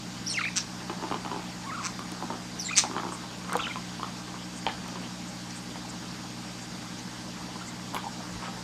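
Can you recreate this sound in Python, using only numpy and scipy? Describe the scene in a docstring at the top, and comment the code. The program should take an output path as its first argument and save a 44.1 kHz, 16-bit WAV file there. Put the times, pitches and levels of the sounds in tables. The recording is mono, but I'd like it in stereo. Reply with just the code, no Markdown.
"""Camcorder hum (summed sines) and hiss (shaped noise) run throughout, with a small carpeted room's brief answer.
A budgie warbles from 0.3 s (gliding sines with overtones) and rasps from 0.6 s (pulsed noise), amid faint hisses.
From 0.8 s light plastic pieces slide and knock on a cardboard game board (decaying modes, hails of tiny contacts).
Dry snaps follow from 2 s; at 3.5 s claws scrape (noise swells) and the camcorder's shell is knocked (modes).
Near 8 s a pawn rocks on its rim (one mode), then low bumps (short sines) as a hand shifts on the camcorder."""
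import sys
import numpy as np
from scipy import signal
from scipy.fft import rfft, irfft, next_fast_len
from scipy.io import wavfile
from scipy.ndimage import uniform_filter1d, map_coordinates

SR = 44100
rng = np.random.default_rng(int(sys.argv[2]) if len(sys.argv) > 2 else 0)


def pcm_store(signal):
    """Save signal as 16-bit PCM."""
    levels = np.round(np.clip(np.atleast_2d(signal), -1, 1) * 32767)
    wavfile.write(sys.argv[1], SR, levels.astype(np.int16).T)


N = 380583

# camcorder hum: field_rate_multiple, rms_db
HUM = [(1, -86), (2, -49.5), (3, -45.5), (4, -51), (5, -53.5), (7, -70), (10, -63), (12, -65.5)]
FIELD_RATE_HZ, HUM_LAG_RAD = 59.94, 0.17
# camcorder drive tones: pitch_hz, rms_db, deviation_hz
DRIVE_TONES = [(47.6, -62, .3), (313.6, -54.5, 3.98), (805, -61, 5), (1569, -62, 10), (4744, -57.5, 55),
               (5510, -61, 46), (6750, -61.5, 52)]
# hiss spectrum: freq_hz, relative_db
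HISS_SHAPE = [(20, -34), (45, -21), (70, -12), (104, -18), (181, -1), (250, -4.5), (320, -10.5), (400, -13),
              (650, -13.5), (850, -11.5), (1500, -14), (2700, -17.5), (4700, -16.5), (6600, -19.5),
              (8500, -24.5), (10000, -32), (13600, -36.5), (15600, -63)]
# hiss, left-right correlation: freq_hz, correlation (-1 to 1)
HISS_LIKENESS = [(60, 1), (330, 0.72), (500, 0.68), (950, 0.81), (1300, 0.33), (2400, 0.64), (6000, 0.94),
                 (8000, 0.71), (10000, 0.33), (14000, 0.26)]
# a hand shifts on the camcorder: middle_s, pitch_hz, rms_db, half_length_s
BUMPS = [(8.355, 105, -42, .022), (8.37, 55, -48, .035), (8.56, 50, -53, .05)]

# long warble glides, one list each: time_s, pitch_hz, level_db
GLIDES = [
    [(.263, 4800, -38), (.27, 5200, -30), (.28, 6000, -30), (.29, 5200, -39), (.301, 4400, -30),
     (.31, 4200, -40), (.318, 4310, -36), (.325, 4160, -43), (.335, 3510, -40), (.348, 2714, -30.5),
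     (.358, 2540, -31), (.367, 2870, -34), (.375, 2170, -25), (.387, 1995, -22.5), (.392, 1330, -31),
     (.4, 1440, -29)],
    [(1.742, 1440, -38), (1.75, 1400, -33), (1.762, 1320, -38), (1.772, 1067, -37), (1.782, 1203, -35),
     (1.792, 1427, -35), (1.802, 1230, -34), (1.812, 1060, -35), (1.817, 930, -38)],
    [(2.588, 6270, -42), (2.595, 5770, -30), (2.6, 5680, -27), (2.612, 5040, -34), (2.622, 4750, -38),
     (2.645, 4220, -42), (2.7, 3700, -39)],
    [(3.603, 3135, -29), (3.613, 3790, -42), (3.626, 3510, -35), (3.643, 2894, -31.5), (3.651, 2390, -34),
     (3.657, 2940, -30), (3.665, 3160, -36), (3.67, 1450, -29), (3.674, 1330, -32), (3.679, 1490, -31)],
]
# overtone strength of each glide: relative_db
GLIDE_OVERTONE_DB = [0.5, -9.5, -12, -18]
# short whistled strokes, some of them a glide's overtone sounding alone:
# start_s, length_s, first_hz, middle_hz, last_hz, middle_level_db, overtone_relative_db
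STROKES = [(0.282, 0.051, 5500, 5560, 5350, -30.5, -20), (2.593, 0.032, 12000, 11100, 8600, -47, -40),
           (0.406, 0.015, 1720, 1135, 1370, -29, 5.5), (0.414, 0.008, 1700, 2000, 2300, -28, -10),
           (0.437, 0.011, 2320, 2150, 2520, -22, -6), (0.448, 0.01, 2440, 1620, 2410, -27, 7),
           (0.455, 0.014, 2430, 2390, 2430, -26, -9), (0.468, 0.011, 2420, 2600, 2560, -28, -9),
           (0.479, 0.012, 2620, 1850, 2670, -28.5, 16), (1.637, 0.024, 885, 880, 948, -39.5, -7),
           (1.663, 0.022, 1010, 1150, 1070, -35.5, -12), (1.685, 0.022, 1076, 1106, 980, -35, -6),
           (1.703, 0.017, 2120, 1740, 1300, -37, -10), (1.711, 0.026, 1020, 1315, 1230, -32, -9),
           (2.646, 0.037, 7260, 7300, 7140, -34.5, -20), (2.686, 0.018, 2130, 1970, 2620, -28.5, -5),
           (2.708, .011, 1130, 1270, 1560, -28.5, 1), (2.719, 0.0065, 7000, 6700, 6450, -37, -20),
           (2.728, 0.016, 2620, 2410, 2460, -27, -20), (2.754, .011, 4700, 4800, 4600, -29, -7),
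           (3.487, 0.05, 1116, 1016, 1240, -37, -7), (3.526, 0.01, 1350, 1420, 1400, -33, -8),
           (3.59, 0.018, 960, 1436, 1150, -27, -1), (3.592, .006, 3200, 3450, 3700, -37, -20),
           (3.765, .012, 900, 1100, 950, -36, -20), (3.687, .03, 1410, 1450, 1400, -40, -20),
           (3.608, 0.021, 1240, 1340, 1300, -39, -20), (3.681, 0.013, 3600, 3440, 2900, -36, -20),
           (3.696, 0.0161, 2450, 2390, 2200, -33, -20), (3.71, .012, 2220, 2080, 2450, -30.5, -20),
           (3.732, 0.011, 3270, 3150, 3080, -39, -20), (7.608, 0.02, 1320, 1367, 1490, -39.5, -20),
           (7.68, 0.016, 2110, 2100, 2020, -41, -20)]
# overtone against whistle pitch: pitch_hz, relative_db
OVERTONE_BY_PITCH = [(900, 1), (1450, -6), (1900, -28), (2780, -28), (3000, -1), (3800, 7), (4400, -2),
                     (5400, -25)]
HOARSE_HZ, HOARSE_WIDTH_HZ = 4510, 1100  # hoarsest pitch, on top of a rise with pitch
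STROKE_EDGE_DROP_DB = 5.5

# room decay: freq_hz, t60_s
ROOM_DECAY = [(300, 0.063), (1000, 0.17), (3000, 0.27), (6000, 0.21), (10000, 0.24)]
# strength of the room's answer: freq_hz, gain_db
ROOM_STRENGTH = [(300, -3.5), (1000, -1), (2500, -8.5), (4000, -4.5), (5600, -7.5), (8000, -10),
                 (12000, -5)]
# whistles stir the room less when low: freq_hz, gain_db
WHISTLE_SEND = [(1500, -6), (3500, 1)]

# faint short hisses: middle_s, centre_hz, level_db, half_length_s
PUFFS = [(.606, 5500, -36, 0.024), (3.568, 3700, -33.5, 0.0027), (2.818, 6100, -37, 0.026),
         (2.825, 3800, -42, 0.032), (3.14, 8040, -45, 0.037), (4.58, 7800, -47, 0.032),
         (5.05, 3020, -47, 0.045), (5.29, 7400, -48, .03), (5.51, 5500, -45, .02),
         (5.573, 8050, -46, 0.035), (5.9, 7200, -44.5, 0.02), (6.1, 5000, -48, 0.049),
         (6.63, 7300, -48, 0.036), (6.99, 6100, -45, 0.027), (7.685, 7340, -46, .04),
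         (7.96, 11700, -48, 0.032), (.365, 5400, -40, 0.022), (.4, 4070, -41, 0.039),
         (.445, 3880, -40.5, 0.034)]

# rasps: start_s, rise_s, hold_s, fall_s, first_pulses_per_s, last_pulses_per_s,
# bright_level_db, low_level_db, low_centre_hz, bright_peak_hz
RASPS = [(0.5553, 0.012, 0.018, 0.006, 206, 173, -20.5, -28, 1720, 5800),
         (1.8244, 0.026, 0.019, 0.011, 186, 165, -29, -31, 1190, 5630),
         (2.7612, 0.019, 0.0072, 0.026, 221.7, 167, -10.5, -19.5, 2430, 6060)]
# rasp, bright part: multiple_of_peak, relative_db
RASP_BRIGHT_SHAPE = [(.47, -22), (.63, -18), (.8, -10.5), (.9, -8.5), (1, 1), (1.1, -5), (1.22, -11.5),
                     (1.4, -12), (1.75, -39.5), (2.14, -40), (2.54, -46)]
# rasp, low part: multiple_of_centre, relative_db
RASP_LOW_SHAPE = [(.3, -32), (.6, -32), (.8, -2), (1.05, 1), (1.35, -5), (1.7, -2.5), (2.3, -7), (3.2, -42)]
RASP_RISE_DB, RASP_FALL_DB, LOW_SWING = 19, 32, 0.47  # bright-part swing; share of it in the low part
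PULSE_DEPTH, PULSE_DEPTH_END = 2.6, 1.7  # pulses blur towards the end
RASP_LOW_CUT_HZ = 650  # rasps are cut low, below about this frequency

# pieces sliding: middle_s, length_s, level_db
SLIDES = [(1.0, 0.48, -47), (1.322, 0.23, -45), (2.253, 0.39, -47.5), (3.085, 0.46, -48.5),
          (3.58, 0.35, -45), (4.304, 0.17, -48.5), (4.962, 0.4, -49), (6.0, 0.72, -58.5), (7.72, 0.99, -54),
          (8.421, 0.64, -51.5)]
# pieces striking the board: listed_s, level_db, board_pitch_hz, thud_relative_db, click_relative_db
TAPS = [(0.8957, -18.5, 1030, -12, -12), (0.8981, -25, 1070, -19, -8), (0.91, -31, 1190, -20, -17),
        (0.984, -31, 875, -10, -14), (1.024, -21, 999, -10, -21), (1.036, -18.5, 900, -12, -18),
        (1.0393, -23, 900, -12, -18), (1.052, -26, 751, -10, -13), (1.112, -15.5, 850, -11.5, -15),
        (1.122, -16, 1040, -15, -11), (1.142, -14.5, 900, -22, -11), (1.156, -25, 1220, -8, -16),
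        (1.248, -23.5, 825, -11, -7.5), (1.261, -21.5, 877, -12, -22), (1.314, -18, 910, -12.5, -15),
        (1.329, -24, 939, -12, -18), (1.369, -27, 900, -10, -16), (1.361, -21, 870, -15, -17),
        (1.991, -22, 1100, -15, -12), (2.119, -30, 813, -4.5, -16), (2.224, -18, 850, -12.5, -25),
        (2.236, -28, 970, -6, -19), (2.302, -16.5, 880, -14, -27), (2.323, -22, 844, -15, -26),
        (2.341, -24, 856, -13, -23), (2.837, -13.5, 900, -25, -16), (2.85, -24, 964, -19, -15),
        (2.896, -26, 826, -6, -19), (2.912, -21, 980, -13, -20), (2.934, -24, 1050, -11, -18),
        (2.9498, -24, 900, -9, -14), (2.9767, -25, 1050, -22, -24), (2.964, -12.5, 1080, -15.5, -21),
        (2.9804, -15, 1080, -25, -12.5), (2.9977, -19, 1220, -13, -21), (3.033, -18, 1010, -17, -30),
        (3.049, -21.5, 867, -9, -26), (3.064, -22, 990, -13, -24), (3.088, -22.5, 830, -9, -13),
        (3.121, -21.5, 1030, -16, -26), (3.446, -29, 1130, -24, -8), (3.757, -19, 1070, -19, -10),
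        (3.996, -23, 940, -26, -26), (4.01, -43, 1070, -12, -8), (4.03, -16, 1090, -33, -12),
        (4.043, -22, 1180, -21, -29), (4.059, -36, 1090, -20, -14), (4.341, -27, 1030, -24, -14),
        (4.665, -11, 860, -24, -4), (4.6672, -25, 910, -24, -8), (4.684, -25, 905, -16, -1),
        (4.885, -29.5, 1010, -22, -4), (4.956, -24, 940, -13, -16), (5.756, -27, 890, -25, -10),
        (7.557, -27.5, 956, -16, -16), (7.9445, -16.5, 930, -22, -26), (7.9493, -21, 950, -22, -8),
        (7.9527, -21, 905, -22, -21), (7.963, -22, 990, -20, -8), (7.965, -20, 1150, -26, -8),
        (7.979, -25, 1040, -19, -19), (8.424, -28, 970, -18, -8), (8.457, -27, 1070, -25, -14)]
# board modes: multiple_of_pitch, relative_db, t60_s
BOARD_MODES = [(.6, -22, 0.012), (.8, -11, 0.01), (1, -6.5, 0.022), (1.1, 4, 0.008), (1.45, 0, 0.006),
               (2.1, -13, 0.008)]
# board on carpet, modes: freq_hz, relative_db, t60_s
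THUD_MODES = [(275, -1, 0.033), (335, 2.5, 0.036), (470, -13, 0.014)]
# hard plastic, modes: freq_hz, relative_db, t60_s
CLICK_MODES = [(1900, -4, 0.005), (2400, 4.5, 0.005), (2950, 5.5, 0.005), (3630, -4, 0.004)]
BOARD_HZ, BOARD_SPOTS = 952, 8  # usual board pitch; places on it, each with its own ring
CONTACTS_PER_S = 350
RATTLE_DB, RATTLE_T60_S = -33, 0.45  # a struck piece goes on rocking: level relative to the blow
TAP_LAG_S = 0.00121283  # each blow sounds about a millisecond after its listed time
THUD_LAG_S = 0.0019  # board meets carpet just after the blow
MODE_SCATTER_DB = 1.5  # chance in each mode's strength

# dry snaps, perhaps the beak: listed_s, level_db, left_minus_right_db
SNAPS = [(1.993, -40, 0.0), (2.1183, -37, 0.5), (3.5296, -28.5, 1.5), (3.5665, -29, 3), (4.88, -41, -1.0),
         (7.9453, -27, 0.5)]
# snap modes: freq_hz, relative_db, t60_s
SNAP_MODES = [(3640, -6, 0.0048), (6600, -6, 0.0066), (8640, 1.5, 0.0043), (9940, -8, 0.0032),
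              (11450, -5, 0.0035), (13700, -20, .004)]
SNAP_LAG_S = 0.0009621  # each snap sounds this long after its listed time
# claws scraping the board: middle_s, centre_hz, level_db, half_length_s
SCRAPES = [(3.538, 1500, -33, 0.014), (4.697, 1750, -37, 0.014), (7.941, 990, -35, 0.006),
           (7.967, 1950, -33, 0.0075), (8.45, 2500, -44.5, 0.029), (8.21, 899, -41, 0.016),
           (8.245, 1190, -46, 0.026), (8.41, 1090, -45, 0.025), (8.433, 960, -38, 0.013),
           (8.46, 1515, -45, 0.043), (8.48, 990, -39.5, 0.012)]
# knocks on the camcorder's shell: listed_s, level_db
KNOCKS = [(3.537, -28), (3.54, -29), (3.552, -14.5), (3.558, -24), (3.574, -30)]
# shell modes: freq_hz, relative_db, t60_s
SHELL_MODES = [(484, -6.5, 0.095), (800, 1.5, 0.017), (950, 4, 0.019), (1160, 2, 0.015), (1430, -14, 0.02),
               (2200, -7, 0.011)]
KNOCK_LAG_S = 0.00152  # each knock sounds this long after its listed time
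# a hollow pawn rocking on its rim: contact_s, level_db
PAWN_ROCKS = [(8.041, -29.5), (8.046, -36), (8.055, -30), (8.059, -30.5), (8.065, -35), (8.075, -42),
              (8.086, -39)]
PAWN_HZ, PAWN_T60_S = 880, 0.04

# the two microphone ports, level: freq_hz, left_minus_right_db
PORT_LEVEL = [(60, -6), (200, -0.9), (330, 0), (500, 1), (700, 5.5), (950, 4), (1300, 2.5), (2300, -1),
              (3300, -1), (6000, -0.5), (10000, 0.5), (15000, 0)]
# the two ports, phase: freq_hz, left_lead_rad
PORT_PHASE = [(60, 0.4), (500, 0.51), (700, 0.85), (1000, -0.46), (1700, -0.5), (2400, 0.77), (8000, 0.51),
              (15000, 1)]
BAND_LIMIT_HZ, CEILING = 16000, 0.75  # ceiling in full-scale units


def amp(db):
    """Decibels to amplitude."""
    return 10 ** (np.asarray(db) / 20)


def unit(x):
    """Scale to an rms of 1."""
    return x / np.sqrt(np.mean(x ** 2) + 1e-20)


def along(points, hz):
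    """Interpolate (Hz, value) points on a log frequency axis."""
    f, v = np.transpose(points)
    return np.interp(np.log(hz + 1), np.log(f + 1), v)


def wobble(knots_per_s):
    """A smooth random curve through normal knots."""
    knots = rng.standard_normal(int(N * knots_per_s / SR) + 4)
    return map_coordinates(knots, [np.arange(N) * knots_per_s / SR])


def filtered(x, response):
    """Multiply the spectrum by a function of frequency."""
    m = next_fast_len(x.shape[-1] + 8192)
    return irfft(rfft(x, m) * response(np.fft.rfftfreq(m, 1 / SR)), m)[..., :x.shape[-1]]


def add(track, start_s, sound):
    """Mix a sound into a track in place."""
    part = track[..., round(start_s * SR):][..., :sound.shape[-1]]
    part += sound[..., :part.shape[-1]]


def span(rows):
    """Start time, then each column interpolated per sample."""
    s, *columns = np.transpose(rows)
    t = s[0] + np.arange(round((s[-1] - s[0]) * SR)) / SR
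    return [s[0]] + [np.interp(t, s, column) for column in columns]


def swells(table, relative_width):
    """Short Hann swells of band noise."""
    out = np.zeros(N)
    for middle_s, centre_hz, db, half_s in table:
        band = lambda hz: np.exp(-((hz / centre_hz - 1) / relative_width) ** 2)
        air = filtered(rng.standard_normal(SR // 8), band)
        swell = np.hanning(round(2 * half_s * SR))
        add(out, middle_s - half_s, amp(db) * swell * unit(air[:len(swell)]))
    return out


def ring(modes, contact_s=0.00049, detune=0.086):
    """One blow, peak 1: decaying modes, each with chance in strength and pitch; longer contact softens it."""
    t = np.arange(SR // 16) / SR
    hz, db, t60_s = np.transpose(modes)[..., None]
    strength_luck, pitch_luck = rng.standard_normal((2, len(modes), 1))
    decay = amp(db + MODE_SCATTER_DB * strength_luck - 60 * t / t60_s)
    x = np.sum(decay * np.sin(2 * np.pi * hz * (1 + detune * pitch_luck) * t), axis=0)
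    x = x * (1 - np.exp(-t / max(contact_s, 1e-5)))
    return x / np.abs(x).max()


def camcorder_hum():
    """Field-rate harmonics, phase-lagged into one smeared pulse a field, each level wavering slightly."""
    t = np.arange(N) / SR
    out = np.zeros(N)
    for k, db in HUM:
        phase = 2 * np.pi * k * FIELD_RATE_HZ * t - HUM_LAG_RAD * (k - 2) ** 3
        out += amp(db + 0.59 * wobble(5.0)) * np.cos(phase)
    return np.sqrt(2) * out


def camcorder_drive():
    """Drive tones as sines whose frequency wavers at random."""
    t = np.arange(N) / SR
    out = np.zeros(N)
    for hz, db, deviation_hz in DRIVE_TONES:
        drift = np.cumsum(deviation_hz * wobble(30 + deviation_hz)) / SR
        out += amp(db) * np.sin(2 * np.pi * (hz * t + drift))
    return np.sqrt(2) * out


def camcorder_hiss():
    """Coloured noise flickering in time and frequency; a mid-side mix sets the left-right correlation."""
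    z = signal.stft(rng.standard_normal((2, N)), nperseg=512)[2]
    flicker = uniform_filter1d(rng.standard_normal(z.shape[1:]), size=8, axis=0)
    flicker = uniform_filter1d(flicker, size=8, axis=1)
    pair = signal.istft(z * amp(1.54 * unit(flicker)), nperseg=512)[1][:, :N]

    def mid_side(hz):
        turn = np.arccos(np.clip(along(HISS_LIKENESS, hz), -1, 1)) / 2
        return amp(along(HISS_SHAPE, hz)) * np.array([np.cos(turn), np.sin(turn)])

    mid, side = filtered(pair, mid_side)
    return amp(-41) * unit(np.array([mid + side, mid - side]))


def warble():
    """Gliding whistle with an octave overtone; random pitch and level make it hoarser with pitch,
    most of all near 4.5 kHz."""
    out, flutter, tremble = np.zeros(N), wobble(500), wobble(600)
    strokes = []
    for s, length, first, middle, last, db, _ in STROKES:
        edge_db = db - STROKE_EDGE_DROP_DB
        strokes.append([(s, first, edge_db), (s + length / 2, middle, db), (s + length, last, edge_db)])
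    overtones_db = GLIDE_OVERTONE_DB + [row[-1] for row in STROKES]
    for note, strength_db in zip(GLIDES + strokes, overtones_db):
        s, hz, db = span(note)
        overtone = amp(strength_db + along(OVERTONE_BY_PITCH, hz))
        hoarse = 0.52 * np.clip(hz / 6500, 0, 1) ** 2
        hoarse = hoarse + 0.56 * np.exp(-((hz - HOARSE_HZ) / HOARSE_WIDTH_HZ) ** 2)
        at = slice(round(s * SR), round(s * SR) + len(hz))
        pitch_hz = uniform_filter1d(hz, size=40) + 300 * hoarse * tremble[at]
        phase = 2 * np.pi * np.cumsum(pitch_hz) / SR
        grain = amp((0.8 + 4 * hoarse) * flutter[at])
        fade = signal.windows.tukey(len(hz), min(1, 0.00066 * SR / len(hz)))
        add(out, s, fade * amp(db) * grain * (np.sin(phase) + overtone * np.sin(2 * phase)))
    return out


def room(x):
    """Noise tails whose decay time depends on frequency; a new tail every quarter second."""
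    out, step = np.zeros((2, N)), SR // 4
    for k in range(0, N, step):
        hz, t, z = signal.stft(rng.standard_normal((2, SR // 3)), SR, nperseg=256)
        decay = amp(-60 * t / along(ROOM_DECAY, hz)[:, None])
        mid, side = signal.istft(z * decay, SR, nperseg=256)[1]
        tail = 1.1 * mid + 0.34 * side * np.array([[1], [-1]])  # the two ports hear much the same echoes
        tail = tail / np.linalg.norm(tail[0])
        add(out, k / SR + 0.006, signal.fftconvolve(x[None, k:k + step], tail, axes=1))
    return out


def puffs():
    """Faint short hisses: narrow-band noise swells."""
    return swells(PUFFS, relative_width=0.18)


def breath(shape, centre_hz, size):
    """Noise coloured around a centre, its strength evened from moment to moment."""
    colour = [(multiple * centre_hz, db) for multiple, db in shape]
    air = filtered(rng.standard_normal(size + 2000), lambda hz: amp(along(colour, hz)))
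    strength = np.sqrt(np.abs(uniform_filter1d(air ** 2, size=36)) + 1e-20)
    return (air / strength)[1000:-1000]


def rasps():
    """The voice breaks into noise bursts, one per pulse of air; the low part swells less than the bright."""
    out = np.zeros(N)
    for s, rise, hold, fall, first, last, bright_db, low_db, centre_hz, peak_hz in RASPS:
        _, effort_db = span([(s, -RASP_RISE_DB), (s + rise, 0), (s + rise + hold, 0),
                             (s + rise + hold + fall, -RASP_FALL_DB)])
        size = len(effort_db)
        rate, depth = np.linspace([first, PULSE_DEPTH], [last, PULSE_DEPTH_END], size).T
        gate = 0.23 + np.exp(depth * (np.cos(2 * np.pi * np.cumsum(rate) / SR) - 1))
        gate = gate * signal.windows.tukey(size, 0.15)
        bright = amp(bright_db + effort_db) * breath(RASP_BRIGHT_SHAPE, peak_hz, size)
        low = amp(low_db + LOW_SWING * effort_db) * breath(RASP_LOW_SHAPE, centre_hz, size)
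        add(out, s, gate * (bright + low))
    return filtered(out, lambda hz: hz ** 4 / (hz ** 4 + RASP_LOW_CUT_HZ ** 4))


def board(pitch_hz):
    """Board modes at a spot of this pitch."""
    return [(k * pitch_hz, db, t60_s) for k, db, t60_s in BOARD_MODES]


def slides_and_rattle():
    """Sliding, and rocking after each blow: a random hail of tiny contacts over several board spots."""
    power, t = np.zeros(N), np.arange(SR // 2) / SR
    for s, length_s, db in SLIDES:
        add(power, s - length_s / 2, amp(db) ** 2 * signal.windows.tukey(round(length_s * SR), 0.6))
    for s, db, *_ in TAPS:
        add(power, s, amp(db + RATTLE_DB - 60 * t / RATTLE_T60_S) ** 2)
    hits = rng.random((BOARD_SPOTS, N)) < CONTACTS_PER_S / BOARD_SPOTS / SR
    hail = hits * amp(6.0 * rng.standard_normal((BOARD_SPOTS, N))) * rng.choice([-1, 1], N)
    spots = []
    for _ in range(BOARD_SPOTS):
        spot = ring(board(BOARD_HZ), contact_s=0.00026, detune=0.14)
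        spot = spot - amp(-11.5) * ring(THUD_MODES, contact_s=0.00027)
        spots.append(spot + amp(-7.5) * ring(CLICK_MODES, detune=0.26))
    contacts = signal.fftconvolve(hail, spots, axes=1).sum(axis=0)[:N]
    return np.sqrt(power) * unit(contacts)


def taps():
    """Each blow rings the board and clicks the plastic; the board then thuds on the carpet."""
    out = np.zeros(N)
    for s, db, pitch_hz, thud_db, click_db in TAPS:
        at = s + TAP_LAG_S
        blow = ring(board(pitch_hz), detune=0.049)
        blow = blow + amp(click_db + 7.5) * ring(CLICK_MODES, contact_s=0.00037, detune=0.042)
        thud = ring(THUD_MODES, contact_s=0.0041, detune=0.029)
        add(out, at, amp(db - 3.5) * blow)
        add(out, at + THUD_LAG_S, -amp(db + thud_db + 1.0) * thud)
    return out


def snaps():
    """Dry bright snaps: short high modes, panned by level."""
    out = np.zeros((2, N))
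    for s, db, pan_db in SNAPS:
        sides = amp([[pan_db / 2], [-pan_db / 2]])
        snap = ring(SNAP_MODES, contact_s=0.000067, detune=0.052)
        add(out, s + SNAP_LAG_S, amp(db + 7.5) * sides * snap)
    return out


def scrapes():
    """Claws scraping the board: broad noise swells."""
    return swells(SCRAPES, relative_width=0.56)


def knocks():
    """Shell modes shake the two ports against each other: opposite signs, plus a second ring on the right."""
    out = np.zeros((2, N))
    for s, db in KNOCKS:
        shake = ring(SHELL_MODES, contact_s=0.00066, detune=0.015) * np.array([[0.9], [-0.4]])
        extra = np.array([[0], [0.35]]) * ring(SHELL_MODES)
        add(out, s + KNOCK_LAG_S, amp(db + 8) * (shake + extra))
    return out


def pawn_rocking():
    """A hollow pawn rocking on its rim: one mode struck at each contact."""
    out = np.zeros(N)
    for s, db in PAWN_ROCKS:
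        add(out, s, amp(db) * ring([(PAWN_HZ, 0, PAWN_T60_S)], contact_s=0.0013, detune=0.022))
    return out


def camcorder_bumps():
    """A hand shifts on the camcorder: low sines under Gaussian envelopes."""
    t = np.arange(N) / SR
    out = np.zeros(N)
    for s, hz, db, half_s in BUMPS:
        out += amp(db) * np.exp(-((t - s) / half_s) ** 2) * np.sin(2 * np.pi * hz * t)
    return np.sqrt(2) * out


def scene():
    """Bird and pieces with the room's answer; puffs, snaps, knocks and camcorder noise stay dry."""
    camcorder = camcorder_hum() + camcorder_drive() + camcorder_hiss() + camcorder_bumps()
    whistle = warble()
    rough = rasps() + slides_and_rattle() + taps() + scrapes() + pawn_rocking()
    sent = filtered(whistle, lambda hz: amp(along(WHISTLE_SEND, hz))) + rough
    answer = room(filtered(sent, lambda hz: amp(along(ROOM_STRENGTH, hz))))
    return camcorder + whistle + rough + answer + puffs() + snaps() + knocks()


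def record(dry):
    """Two ports differing in level and phase, peaks softly rounded, then a sharp band limit."""
    def ports(hz):
        left_over_right = amp(along(PORT_LEVEL, hz)) * np.exp(1j * along(PORT_PHASE, hz))
        return left_over_right ** np.array([[0.5], [-0.5]])

    heard = filtered(dry, ports)
    rounded = heard / (1 + np.abs(heard / CEILING) ** 4) ** 0.25
    return filtered(rounded, lambda hz: hz < BAND_LIMIT_HZ)


dry = scene()
out = record(dry)
pcm_store(out)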